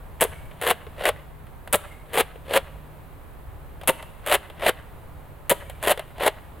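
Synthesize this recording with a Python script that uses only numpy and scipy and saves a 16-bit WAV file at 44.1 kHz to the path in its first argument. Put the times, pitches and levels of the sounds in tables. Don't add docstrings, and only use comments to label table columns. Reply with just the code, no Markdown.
import sys
import numpy as np
from scipy import signal
from scipy.fft import rfft, irfft
from scipy.io import wavfile
from scipy.ndimage import uniform_filter1d

SR = 44100
rng = np.random.default_rng(int(sys.argv[2]) if len(sys.argv) > 2 else 0)


def unload_wav(signal):
    wavfile.write(
        sys.argv[1],
        SR,
        np.round(np.clip(np.atleast_2d(signal).T, -1, 1) * 32767).astype(np.int16),
    )


N = 291060

# release in seconds, strength in dB, dart exit in seconds, air pop in dB,
# barrel pitch in Hz, then relative levels in dB of overtone, low thump and rebound.
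SHOTS = [(.2092, -.5, .2205, -17.5, 555, -4, -32, 0), (1.727, -1, 1.741, -11.5, 585, -11, -26, -1),
         (3.8748, 0, 3.889, -13.5, 530, -1, -25.5, -9), (5.4958, 0, 5.511, -10.5, 560, -9, -25.5, -8)]
# unlatching, breech opening and spring catching in seconds,
# the strength of each in dB, rubbing in dB, cavity pitch in Hz.
PULLS = [(.6136, .666, .71, -1, -2.5, 1.5, -2, 460), (2.1328, 2.174, 2.207, -1.5, -.5, 0, 1, 465),
         (4.263, 4.315, 4.352, 1, 1.5, 0, .5, 580), (5.8272, 5.873, 5.9205, 0, 0, -3, .5, 583)]
# dart pickup, breech closing and locking in seconds,
# the strength of each in dB, rubbing in dB, cavity pitch in Hz.
PUSHES = [(1.009, 1.054, 1.089, -3, 1.5, -1, -2.5, 590), (2.509, 2.5369, 2.574, -2, -2, -.5, 1, 540),
          (4.623, 4.664, 4.693, 1, 1, 0, 0, 630), (6.208, 6.234, 6.278, 1, -5, 0, .5, 600)]
PLUNGER_TRAVEL_S = .022


def knocks(cavity_spread=.04):
    wall, body, tick = np.zeros((3, N))
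    t = np.arange(SR // 8) / SR
    modes = shell_modes(t)
    for s, wall_db, body_db, tick_db, cavity_hz in blows():
        add(wall, s, undb(wall_db + 1.5) * chatter(t, t60=.038, loose_db=-15, loose_t60=.11))
        add(tick, s, undb(tick_db + 2) * chatter(t, t60=.018, loose_db=-14, loose_t60=.074))
        shell = rng.standard_normal(len(modes)) @ modes
        hz = cavity_hz * (1 + cavity_spread * rng.uniform(-1, 1))
        add(body, s, undb(body_db) * (undb(4) * ring(t, hz, t60=.043) + undb(-3) * shell))
    return wall, body, tick


def blows():
    step_blows = { "release": [(0, -21.5, -36, -16.5, 1.2), (.0048, -19.5, -29, -14.5, .95)],
                  "plunger": [(0, -18.5, -21, -24, 1.15), (.007, -23, -19.5, -26, .76)],
                  "rebound": [(.0285, -29, -29, -19, .8)], "unlatch": [(0, -32, -36, -31, 1),
                  (.01, -29.5, -32, -31.5, .95), (.021, -29, -28, -32, 1.05)],
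                  "open": [(0, -19.5, -18, -26, 1.12), (.0085, -19, -19, -21, 1.17),
                  (.022, -23, -20, -25, .96)], "catch": [(-.007, -18.5, -27, -23, 1.05),
                  (0, -17.5, -21.5, -22, 1)], "pickup": [(-.027, -44, -37, -53, 1), (0, -30, -22, -55, 1),
                  (.012, -30, -27, -50, .9)], "close": [(0, -17, -25, -25.5, 1.1),
                  (.013, -24, -22, -31, .78)], "lock": [(-.012, -22.5, -17.5, -25.5, 1.02),
                  (0, -18, -19, -25.5, .8)]}
    # start in seconds, the same three levels, cavity pitch in Hz.
    taps = [(.201, -36, -41, -46, 610), (.248, -31, -21, -35, 425), (.512, -44, -43, -61, 610),
            (.867, -45, -35.5, -59, 450), (1.468, -50, -59, -59, 600), (1.675, -39, -41, -44, 760),
            (2.357, -49, -38, -64, 490), (3.813, -38.5, -43, -49.5, 574), (3.834, -38, -38, -47, 750),
            (4.026, -38.5, -41, -44, 580), (4.4998, -41, -41, -50, 603), (5.698, -37, -45.5, -39, 594),
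            (5.975, -32, -30, -42, 485), (5.994, -30, -29, -38, 630)]
    return taps + [(s + delay_s, db + wall_db, db + body_db, db + tick_db, hz * ratio)
                   for name, s, db, hz in steps()
                   for delay_s, wall_db, body_db, tick_db, ratio in step_blows[name]]


def steps():
    for s, db, exit_s, _, hz, *_, rebound_db in SHOTS:
        yield "release", s, db, hz
        yield "plunger", exit_s, db, hz
        yield "rebound", s, rebound_db, hz
    for names, moves in ((("unlatch", "open", "catch"), PULLS), (("pickup", "close", "lock"), PUSHES)):
        for first_s, middle_s, last_s, *strengths, _, hz in moves:
            for name, s, db in zip(names, (first_s, middle_s, last_s), strengths):
                yield name, s, db, hz


def shell_modes(t):
    # pitch in Hz, relative level in dB, seconds to fall 60 dB.
    modes = [(403, -9, 0.052), (445, -5, 0.038), (555, -9.5, 0.075), (640, -7.5, 0.074), (724, -5, 0.048),
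             (823, -11, 0.022), (1066, -9.5, 0.04), (1310, -24, 0.053)]
    return np.array([undb(db) * ring(t, hz, t60) for hz, db, t60 in modes])


def chatter(t, t60, loose_db, loose_t60):
    return rng.standard_normal(len(t)) * (fade(t, t60) + undb(loose_db) * fade(t, loose_t60))


def pops(swell_s=.008, overtone_ratio=1.72):
    out = np.zeros(N)
    t = np.arange(SR // 8) / SR
    air = np.minimum(t / swell_s, 1) * fade(np.maximum(t - swell_s, 0), t60=.05)
    for _, _, exit_s, db, hz, overtone_db, thump_db, _ in SHOTS:
        phase = 2 * np.pi * hz * t
        barrel = np.sin(phase) + undb(overtone_db) * np.sin(overtone_ratio * phase)
        thump = undb(thump_db + 5.5) * (ring(t, hz=170, t60=.054) - ring(t, hz=323, t60=.044))
        add(out, exit_s, undb(db) * air * barrel + thump)
    return out


def rubbing(slips_per_s=1300, scatter_db=3.6, slip_t60=.016, grip_s=.05, grip_db=-18, brighten=.35):
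    wall, body, tick = np.zeros((3, N))
    t = np.arange(SR // 4) / SR
    since = t - grip_s
    slip_energy = fade(t[:SR // 50], slip_t60) ** 2
    modes = shell_modes(t)
    for start, end, db, cavity_hz, (first_db, last_db, treble_db, shell_db, slack_db) in strokes():
        slipping = rng.random(len(t)) < slips_per_s / SR
        size, grit, edge = rng.standard_normal((3, len(t)))
        slips = unit(slipping * undb(scatter_db * size))
        friction_db = np.interp(since, [-grip_s, 0, end - start], [first_db + grip_db, first_db, last_db])
        engaged = np.where(since < 0, undb(slack_db), since < end - start)
        force = slips * undb(db + friction_db) * engaged
        grains = np.sqrt(signal.lfilter(slip_energy / slip_energy.sum(), 1, force ** 2))
        shell = rng.choice([-1, 1], len(modes)) @ modes + undb(2) * ring(t, cavity_hz, t60=.062)
        ringing = signal.fftconvolve(force * np.sign(size), shell / np.linalg.norm(shell))
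        bright = undb(treble_db) * (grains / undb(-21)) ** brighten
        add(wall, start - grip_s, undb(-2) * grains * grit)
        add(tick, start - grip_s, undb(-2) * bright * grains * edge)
        add(body, start - grip_s, undb(shell_db) * ringing)
    return wall, body, tick


def strokes(lead_s=.016, overrun_s=.003):
    plunger_rub = (-22, -21, -2.5, -10, -30)
    pull_rub = (-32.5, -18.2, -5, -2.5, -10.5)
    push_rub = (-36, -17, -8.5, -2, -4)
    plunges = [(s, s + PLUNGER_TRAVEL_S, db, hz, plunger_rub) for s, db, _, _, hz, *_ in SHOTS]
    pulls = [(first, last + overrun_s, db, hz, pull_rub) for first, _, last, *_, db, hz in PULLS]
    pushes = [(first - lead_s, last + overrun_s, db, hz, push_rub)
              for first, _, last, *_, db, hz in PUSHES]
    return plunges + pulls + pushes


def handling(taps_per_shot=10, level_db=-55):
    out = np.zeros(N)
    t = np.arange(SR // 16) / SR
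    for (shot_s, *_), (_, _, locked_s, *_) in zip(SHOTS, PUSHES):
        for s in rng.uniform(shot_s + PLUNGER_TRAVEL_S, locked_s, taps_per_shot):
            gain = undb(level_db + 2 * rng.standard_normal())
            add(out, s, gain * rng.standard_normal(len(t)) * fade(t, t60=.17))
    return out


def darts(width_hz=110):
    # start and end in seconds, first and last pitch in Hz, level in dB.
    flights = [(.28, 0.51, 2230, 2250, -51), (1.80, 2.073, 2100, 2180, -53),
               (5.548, 5.816, 2296, 2300, -57)]
    out = np.zeros(N)
    flutter = unit(band(rng.standard_normal(N), 1, width_hz / 2))
    for start, end, first_hz, last_hz, db in flights:
        i, n = int(start * SR), int((end - start) * SR)
        phase = 2 * np.pi * np.cumsum(np.linspace(first_hz, last_hz, n)) / SR
        add(out, start, undb(db) * flutter[i:i + n] * np.sqrt(np.hanning(n)) * np.sin(phase))
    return out


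def outward(shot_db=3.5, slide_db=-2.5):
    db = np.full(N, slide_db)
    for start, *_ in SHOTS:
        db[int(start * SR):][:SR // 16] = shot_db
    return undb(db)


def yard(x, tail_db=-30, treble_db=-30, lawn_db=-20, house_s=.107, house_db=-24):
    t = np.arange(SR) / SR
    scattered = []
    for noise in rng.standard_normal(SR) + .58 * rng.standard_normal((2, SR)):
        low = unit(band(noise, 580, 5700, order=1) * fade(t, t60=1))
        high = unit(noise * fade(t, t60=.4))
        trees = (undb(tail_db) * low + undb(treble_db) * high) * (1 - fade(t, t60=.083))
        lawn = undb(lawn_db) * unit(rng.standard_normal(SR) * fade(t, t60=.041))
        scattered.append(signal.fftconvolve(x, (trees + lawn) / np.sqrt(SR))[:N])
    slap = np.zeros(N)
    add(slap, house_s, undb(house_db) * band(x, 1040, 2040, order=1))
    return np.array(scattered) + slap


def breeze():
    # time in seconds, relative level in dB.
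    gusts = [(0.0, -42), (0.13, -46), (0.48, -35), (0.51, -46), (0.81, -52), (0.84, -45), (2.72, -49),
             (2.76, -40), (2.85, -48), (3.46, -47), (3.49, -41), (3.8, -47), (5.46, -48), (5.51, -39),
             (5.55, -55), (5.66, -45), (6.6, -49)]
    rumble = unit(band(rng.standard_normal(N), 40, 90))
    eddies = np.array([unit(band(rng.standard_normal(N), 20, 54)) for _ in range(2)])
    gust_db = np.interp(np.arange(N) / SR, *np.transpose(gusts))
    return (rumble + eddies) * undb(gust_db - 3.5 + 1.5 * drift(7))


def hush(level_db=-45, side_db=-5):
    # frequency in Hz, relative level in dB.
    spectrum = [(30, -10), (70, -5.5), (120, -11.5), (200, -19.5), (350, -21), (600, -21), (1000, -23),
                (2670, -37), (4000, -44), (5600, -54.5), (8500, -46), (13000, -42), (16000, -43.5)]
    mid, side = (colour(rng.standard_normal(N), spectrum)
                 * undb(level_db + .5 * drift(2.5) + .27 * drift(7.1)) for _ in range(2))
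    return mid + undb(side_db) * np.array([side, -side])


def hum(hz=149, level_db=-53):
    t = np.arange(N) / SR
    return undb(level_db + 1.9 * drift(5)) * np.sin(2 * np.pi * hz * t + .76 * drift(11))


def undb(db):
    return 10 ** (np.asarray(db) / 20)


def unit(x):
    return x / np.sqrt(np.mean(x ** 2))


def add(track, s, sound):
    i = max(int(s * SR), 0)
    track[i:i + len(sound)] += sound[:max(N - i, 0)]


def colour(x, points, size=1024):
    hz, db = np.transpose(points)
    bins_hz = np.arange(size + 1) * SR / 2 / size
    gain = undb(np.interp(np.log(bins_hz + 1), np.log(hz), db))
    cepstrum = irfft(np.log(gain))
    causal = 2 * cepstrum * (np.arange(2 * size) < size)
    response = irfft(np.exp(rfft(causal)))[:size]
    return signal.oaconvolve(x, response / np.linalg.norm(response))[:N]


def band(x, lo_hz, hi_hz, order=2):
    return signal.sosfilt(signal.butter(order, [lo_hz, hi_hz], "band", fs=SR, output="sos"), x + 1e-18)


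def drift(rate_hz):
    k = int(SR / rate_hz)
    stairs = np.repeat(rng.standard_normal(N // k + 1), k)
    return unit(uniform_filter1d(uniform_filter1d(stairs, k), k)[:N])


def fade(t, t60):
    return np.exp(-np.log(1000) * t / t60)


def ring(t, hz, t60):
    return np.sin(2 * np.pi * hz * t) * fade(t, t60)


def scene(wall_pan_db=.27, body_pan_db=1, tick_pan_db=-.26, lag_samples=.27, glance_db=-17):
    # frequency in Hz, relative level in dB.
    wall_spectrum = [(100, -12.5), (280, -8), (420, 1.5), (800, 3), (1400, 0), (1900, 1), (2400, -3),
                     (2850, -1), (3100, -2.5), (3450, -4), (4200, -12), (5600, -27), (9000, -32)]
    tick_spectrum = [(2000, -22.5), (5600, -21), (7000, -8.5), (8700, -1.5), (10800, 1), (12500, -1),
                     (14000, -7), (16000, -7.5)]
    wall, body, tick = np.add(knocks(), rubbing())
    taps = handling()
    wall = colour(wall + taps, wall_spectrum)
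    body = band(body, 345, 2200, order=3) + pops()
    tick = colour(tick + undb(-8) * taps, tick_spectrum) * undb(1)
    sides = np.array([[1], [-1]])
    right_tick = (1 - lag_samples) * tick + lag_samples * np.roll(tick, 1)
    glance = undb(glance_db) * sides * np.roll(tick, SR // 3000)
    ticks = (np.array([tick, right_tick]) + glance) * undb(tick_pan_db * sides)
    direct = wall * undb(wall_pan_db * sides) + body * undb(body_pan_db * sides) + ticks
    echoes = yard((wall + body + tick) * outward())
    whistles = darts()
    outdoors = (hush() + hum() + breeze()) * undb(-.5 * sides)
    return direct + echoes + whistles + outdoors


def record(dry, ceiling=.7, top_hz=16000):
    rounded = ceiling * np.tanh(dry / ceiling)
    return signal.sosfilt(signal.ellip(10, .2, 80, top_hz, fs=SR, output="sos"), rounded)


dry = scene()
out = record(dry)
unload_wav(out)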